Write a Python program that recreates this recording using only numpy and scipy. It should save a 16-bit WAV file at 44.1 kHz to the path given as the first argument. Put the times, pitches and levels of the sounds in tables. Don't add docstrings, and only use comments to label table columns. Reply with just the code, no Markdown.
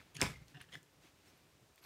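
import sys
import numpy as np
from scipy import signal
from scipy.fft import rfft, irfft
from scipy.io import wavfile
from scipy.ndimage import uniform_filter1d

SR = 44100
rng = np.random.default_rng(int(sys.argv[2]) if len(sys.argv) > 2 else 0)


def nominal_scale(level):
    x = np.asarray(level, float) / 20
    return 10 ** x


def store_wav(level_fs):
    pcm = np.round(np.clip(np.atleast_2d(level_fs), -1, 1) * 32767)
    wavfile.write(sys.argv[1], SR, pcm.T.astype(np.int16))


N = 81585
RISE_S = 0.000081


def evened(x):
    return x / np.sqrt(np.mean(x ** 2) + 1e-20)


def read(points, hz):
    f, value = np.transpose(points)
    return np.interp(np.log(hz + 1), np.log(f + 1), value)


def add(mix, s, sound):
    at = round(s * SR)
    sound = sound[max(-at, 0):]
    part = mix[max(at, 0):][:len(sound)]
    part += sound[:len(part)]


def hump(length_s, place=0.42):
    u = np.linspace(0, 1, max(round(length_s * SR), 4))
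    bend = np.log(.5) / np.log(np.clip(place, .05, .95))
    return np.sin(np.pi * u ** bend) ** 2


def ring(hz, width_hz, size=1500):
    t = np.arange(size) / SR
    decay = np.exp(-np.pi * abs(width_hz) * t)
    return (1 - np.exp(-t / RISE_S)) * decay * np.sin(2 * np.pi * hz * t)


def crack(hz, decay_s):
    t = np.arange(1500) / SR
    octaves = np.array([-0.79, 0.79])
    band = np.clip(hz * 2 ** octaves, 100, SR / 2.5) / (SR / 2)
    b, a = signal.butter(2, band, "band")
    splinters = evened(signal.lfilter(b, a, rng.standard_normal(len(t))))
    return splinters * (1 - np.exp(-t / RISE_S)) * np.exp(-t / decay_s) / 2


def hits(rows, decay_s):
    out = np.zeros(N)
    for s, db, hz, width_hz, crack_db in rows:
        contact = ring(hz, width_hz) + nominal_scale(crack_db) * crack(hz, decay_s)
        add(out, s, nominal_scale(db) * contact)
    return out


def coloured(spectrum, patchy_db):
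    frames, hz = N // 128 + 5, np.fft.rfftfreq(512, 1 / SR)
    a, b, patches = rng.standard_normal((frames, 257, 3)).T
    patches = uniform_filter1d(patches, size=6, axis=0)
    patches = evened(uniform_filter1d(patches, size=14, axis=1))
    level = nominal_scale(read(spectrum, hz)[:, None] + patchy_db * patches)
    z = (a + 1j * b) * level * (hz[:, None] > 0)
    return evened(signal.istft(z, nperseg=512, noverlap=384)[1][:N])


def air():
    # (frequency [Hz], density [dB per Hz])
    tone = [(22, -25), (50, -5.5), (150, -3), (220, -8.5), (320, -7), (900, -14), (6300, -21.5),
            (15800, -30)]
    level_db, lump_db, bass_below_hz = -69, 3, 400
    hz = np.fft.rfftfreq(N, 1 / SR)
    lumps = nominal_scale(lump_db * evened(uniform_filter1d(rng.standard_normal(N), size=1500)))
    noise = rfft(rng.standard_normal(N)) * nominal_scale(read(tone, hz))
    bass = 1 / (1 + (hz / bass_below_hz) ** 4)
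    hum = irfft(noise * bass, N) * evened(lumps)
    hiss = irfft(noise * (1 - bass), N)
    return nominal_scale(level_db) * evened(hum + hiss)


def rustles():
    # (start [s], length [s], level [dB], brightness [dB per octave])
    strokes = [(-.03, 0.093, -64, -0.5), (-.02, 0.49, -74.5, -2.5), (0.468, 0.1, -68.5, 1.5),
               (1.0, 0.15, -65.5, 0.3), (1.245, 0.11, -73.5, 4), (0.93, 0.045, -83, 4.5),
               (1.08, 0.67, -71.5, -0.5), (1.775, 0.037, -72, 4), (.59, 0.086, -64.5, 0),
               (.7, 0.13, -62, 0.6), (1.82, 0.12, -67, 3), (-0.007, 0.19, -71.5, -1),
               (.41, 0.048, -67, -3.5), (.195, 0.062, -47.5, 0.5)]
    # (frequency [Hz], density [dB per Hz])
    cloth = [(100, 3.5), (350, -4.5), (700, -9), (1400, -7.5), (2600, -5.5), (7000, -16), (11000, -21),
             (15500, -25)]
    out, hiss = np.zeros(N), coloured(cloth, patchy_db=0.5)
    hz = np.fft.rfftfreq(N, 1 / SR)
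    for k, (s, length_s, db, tilt_db) in enumerate(strokes):
        tilted = irfft(rfft(hiss) * nominal_scale(tilt_db * np.log2(hz / 2000 + 0.14)), N)
        fresh = np.roll(tilted, -k * N // len(strokes))
        level = nominal_scale(db) * hump(length_s, place=.33)
        add(out, s, level * fresh[:len(level)])
    return out


def scrapes():
    # (start [s], length [s], level [dB], body number)
    strokes = [
        (.143, 0.017, -57, 2),
        (.159, .012, -55, 2),
        (0.163, 0.084, -52.5, 1),
        (0.534, 0.061, -59.5, 1),
        (0.593, 0.038, -59.5, 1),
        (0.714, 0.044, -54.5, 0),
        (0.756, 0.027, -66, 0),
        (1.803, 0.1, -64.5, 3),
        (0.676, 0.032, -68, 1),
    ]
    # (frequency [Hz], width [Hz], level [dB])
    bodies = [
        [(1750, 62, -13), (2000, 47, -2), (3240, 87, -1), (5200, 44, -15), (6480, 65, -13), (7170, 98, -14),
         (9290, 60, -24)],
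        [(1712, 55, 3), (2770, 115, -1), (3430, 36, -10.5), (5060, 65, -12), (7460, 33, -22)],
        [(3130, 330, 16), (6350, 340, 12.5), (8650, 143, 7), (10300, 120, 9)],
        [(1450, 95, -5), (2280, 280, -3), (4420, 200, -6), (11600, 180, -3)],
    ]
    slips_per_s, spread_db, widen = 3100, 3.5, 2.8
    out, drag = np.zeros((2, N))
    for s, length_s, db, body in strokes:
        chance = rng.random((6000, 3))
        slipping = chance[:, 0] < slips_per_s / SR
        strength = nominal_scale(-spread_db * np.log(chance[:, 1] + 0.034))
        slips = slipping * strength * np.sign(chance[:, 2] - .5)
        stroke = np.sqrt(hump(length_s, place=0.54))
        slips = nominal_scale(db) * evened(slips)[:len(stroke)] * stroke
        modes = sum(nominal_scale(d) * ring(hz, widen * w) * np.sqrt(w) for hz, w, d in bodies[int(round(body))])
        add(out, s, np.convolve(slips, modes / np.linalg.norm(modes)))
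        add(drag, s, slips)
    return out, drag


def slat_taps():
    # (time [s], peak [dB], ring [Hz], ring width [Hz], crack [dB])
    taps = [(0.4817, -55, 4170, 1490, 5), (0.598, -55, 1210, 200, 1), (.6045, -44, 2780, 350, -19),
            (.6118, -45, 1890, 300, -27), (0.6134, -41, 3000, 350, -13), (.616, -36, 9800, 1180, -19),
            (.624, -49, 3000, 338, -4), (0.7541, -38, 1750, 113, -40), (.7535, -42, 3400, 250, -12),
            (.7545, -58, 8000, 1500, 2), (.7275, -45, 3160, 300, -16), (.7405, -45, 2030, 250, -15),
            (.83, -51, 7060, 900, -5.5), (1.7592, -51, 13200, 900, -17), (1.7595, -54, 8750, 890, -12),
            (1.779, -56.5, 2450, 200, -8), (1.84, -54, 4450, 300, 1), (1.8492, -45, 1620, 600, -18)]
    # (time [s], peak [dB], ring [Hz], ring width [Hz])
    more_taps = [(.0005, -51, 2200, 200), (.0042, -52, 1700, 199), (.0048, -52.5, 2410, 200),
                 (.0145, -53, 1360, 148), (.026, -59, 3400, 200), (.546, -55, 1700, 150),
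                 (.5475, -55, 3000, 200), (.5525, -52, 1780, 120), (.5585, -56, 2900, 200),
                 (.569, -55, 2950, 200), (.5735, -56, 2800, 200), (.6118, -51, 4400, 300),
                 (.6145, -47, 1710, 150), (.641, -55.5, 1810, 150), (.689, -53.5, 3100, 250),
                 (.7225, -54, 3300, 150), (.7282, -52, 2070, 250), (.7355, -51, 3250, 200),
                 (.7405, -48, 3070, 200), (.7452, -45, 2980, 200), (.7468, -47, 2000, 150),
                 (.7535, -50, 5200, 250), (.738, -58, 9350, 50), (1.2582, -61, 3550, 300),
                 (1.279, -66, 5400, 30), (1.271, -63, 8200, 300), (1.374, -69, 11800, 60),
                 (1.7788, -59, 1850, 200), (1.7785, -61, 3520, 250)]
    cracked_more_taps = [(*row, -10) for row in more_taps]
    return hits([*taps, *cracked_more_taps], decay_s=0.0025)


def table(drag):
    # (time [s], level [dB], push length [s], push pitch [Hz])
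    thumps = [(0.0, -58, .008, 130), (.15, -50.5, .035, 150), (.19, -45.5, 0.0067, 150),
              (0.2193, -34, .0012, 800), (.2200, -33, 0.0065, 400), (.223, -35, 0.014, 105),
              (.243, -38.5, 0.014, 160), (.27, -48, 0.018, 155), (.295, -47, 0.029, 143),
              (0.341, -60, .02, 129), (0.344, -56, 0.055, 60.8), (.408, -55.5, 0.029, 148),
              (.515, -66, .02, 280), (.536, -53, 0.053, 142.5), (.563, -59.5, 0.026, 739),
              (.572, -59, .012, 300), (0.603, -61.5, 0.018, 105), (.66, -67, 0.027, 153),
              (.743, -63, .012, 730), (.745, -60, 0.01, 430), (0.752, -57, 0.036, 149),
              (.757, -58, .012, 300), (.728, -62, .015, 500), (1.035, -66, .04, 330),
              (1.235, -68, .03, 320)]
    # (frequency [Hz], level [dB], t60 [s])
    top_modes = [(62.4, -29, 0.16), (104, -16, 0.078), (154, -13, 0.061), (177, -19, 0.061),
                 (303, -3, 0.067), (405, 1, 0.054), (500, -8, 0.047), (722, -1.5, 0.079), (980, -5, 0.059)]
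    rumble_db, direct_push = -9.5, 0.22
    top = sum(nominal_scale(db) * ring(hz, 3.16 / t60, size=14000) / t60 for hz, db, t60 in top_modes)
    out = nominal_scale(rumble_db) * signal.fftconvolve(drag, top / np.linalg.norm(top))[:N]
    for s, db, length_s, hz in thumps:
        press = hump(length_s)
        push = press * np.sin(2 * np.pi * hz * np.arange(len(press)) / SR)
        thud = signal.fftconvolve(push, top)
        add(out, s, nominal_scale(db) * thud / abs(thud).max())
        add(out, s, nominal_scale(db) * direct_push * push)
    return out


def rattle():
    # (frequency [Hz], density [dB per Hz])
    parts = [(300, 0), (800, 2.5), (2200, -1.5), (3000, -7.5), (5500, -8), (9500, -14), (11000, -13.5),
             (15500, -28)]
    level_db, t60_s, bumps_per_s, bed = -44.5, 0.3, 700, 1.6
    t = np.arange(SR // 4) / SR
    bumps = (rng.random(len(t)) < bumps_per_s / SR) * rng.exponential(1, len(t))
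    chatter = evened(np.convolve(bumps, hump(.002))[:len(t)]) + bed
    return nominal_scale(level_db - 60 * t / t60_s) * chatter * coloured(parts, patchy_db=2.0)[:len(t)]


def clack():
    # (time [s], peak [dB], ring [Hz], ring width [Hz], crack [dB])
    knocks = [(.1462, -50, 9800, 300, -12), (.1505, -49, 10000, 300, -12), (.1525, -50, 3220, 300, -4),
              (.1535, -48, 6600, 250, -9), (.1555, -42.5, 2200, 400, 0), (.165, -46.5, 2900, 300, -7),
              (.1672, -40.5, 2510, 300, -4), (.1672, -39, 4400, 500, 5.5), (.1684, -38.5, 6400, 500, -2),
              (.198, -47, 3600, 1500, 5), (0.2072, -28.5, 1620, 450, -5), (.2205, -17, 2260, 340, -26),
              (.2285, -30, 8900, 500, -3), (.2245, -36, 1250, 300, -19), (.2595, -35.5, 3500, 200, -8),
              (.2612, -38, 1710, 300, -11), (0.2665, -31, 2180, 250, -10), (.2655, -39, 1260, 200, -23),
              (.2165, -24.5, 9500, 600, -17), (.335, -53, 2120, 25, -23), (.358, -54, 2070, 30, -19)]
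    # (frequency [Hz], width [Hz], level [dB])
    edge_modes = [(1450, 770, -13), (3600, 570, -8.5), (5290, 450, -4), (6300, 780, -4.5),
                  (8300, 1400, -6.5), (9400, 970, -16), (12500, 1300, -23)]
    # (frequency [Hz], level [dB], t60 [s])
    board_modes = [(283.6, -6, 0.11), (404.5, -2, 0.073), (522, -1, 0.13), (684, -3.5, 0.12),
                   (836.5, -6, .16), (992, -3.5, 0.14), (1237, -8, .18), (1392, -11.5, 0.19),
                   (1488, -9.5, .18), (1701, -10.5, 0.16), (2100, -9.5, 0.36), (2320, -13, 0.17),
                   (2532, -12.5, .2)]
    crack_s = 0.0015
    out = hits(knocks, crack_s)
    edge_on = sum(nominal_scale(db) * ring(hz, width_hz) for hz, width_hz, db in edge_modes)
    add(out, .2150, nominal_scale(-10) * (edge_on + nominal_scale(-7) * crack(5350, crack_s)))
    board = sum(nominal_scale(db) * ring(hz, 2.43 / t60, size=9000) for hz, db, t60 in board_modes)
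    add(out, .2200, nominal_scale(-36) * board)
    add(out, .219, rattle())
    return out


def room(x):
    # (frequency [Hz], t60 [s])
    decay = [(100, 0.42), (400, 0.19), (1100, 0.21), (2200, 0.3), (7700, 0.21), (13000, 0.23)]
    # (frequency [Hz], level [dB])
    colour = [(100, 8.5), (1300, -4), (2200, 2), (8000, -0.5), (15000, -1.5)]
    echoes = np.zeros(SR // 2 + 20)
    at = np.arange(120, SR // 2, 20)
    echoes[at + rng.integers(0, 20, len(at))] = rng.choice([-1., 1.], len(at))
    hz, t, z = signal.stft(echoes, SR, nperseg=256)
    fade_db = read(colour, hz)[:, None] - 60 * t / read(decay, hz)[:, None]
    tail = signal.istft(z * nominal_scale(fade_db), SR, nperseg=256)[1]
    return signal.fftconvolve(x, tail / np.linalg.norm(tail))[:N]


def scene():
    rubbed, drag = scrapes()
    loud = clack()
    small = slat_taps() + rubbed
    low = table(drag)
    wet = room(nominal_scale(-9) * loud + nominal_scale(-14) * small + nominal_scale(-13) * low)
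    return (loud + small + low + wet + rustles() + air())[None]


def top_cut(x):
    return signal.sosfilt(signal.butter(12, 16660, fs=SR, output="sos"), x)


def record(dry):
    dip_hz, dip_width_hz, dip_db = 10460, 330, -6.5
    hz = np.fft.rfftfreq(N, 1 / SR)
    dip = nominal_scale(dip_db * np.exp(-((hz - dip_hz) / dip_width_hz) ** 2))
    dipped = irfft(rfft(dry) * dip, N)
    b, a = signal.butter(3, 45 / (SR / 2), "high")
    thinned = signal.lfilter(b, a, dipped)
    band_limit = signal.firwin(255, 15800, window=("kaiser", 9), fs=SR)
    return top_cut(signal.oaconvolve(thinned, band_limit[None], "same"))


dry = scene()
out = record(dry)
store_wav(out)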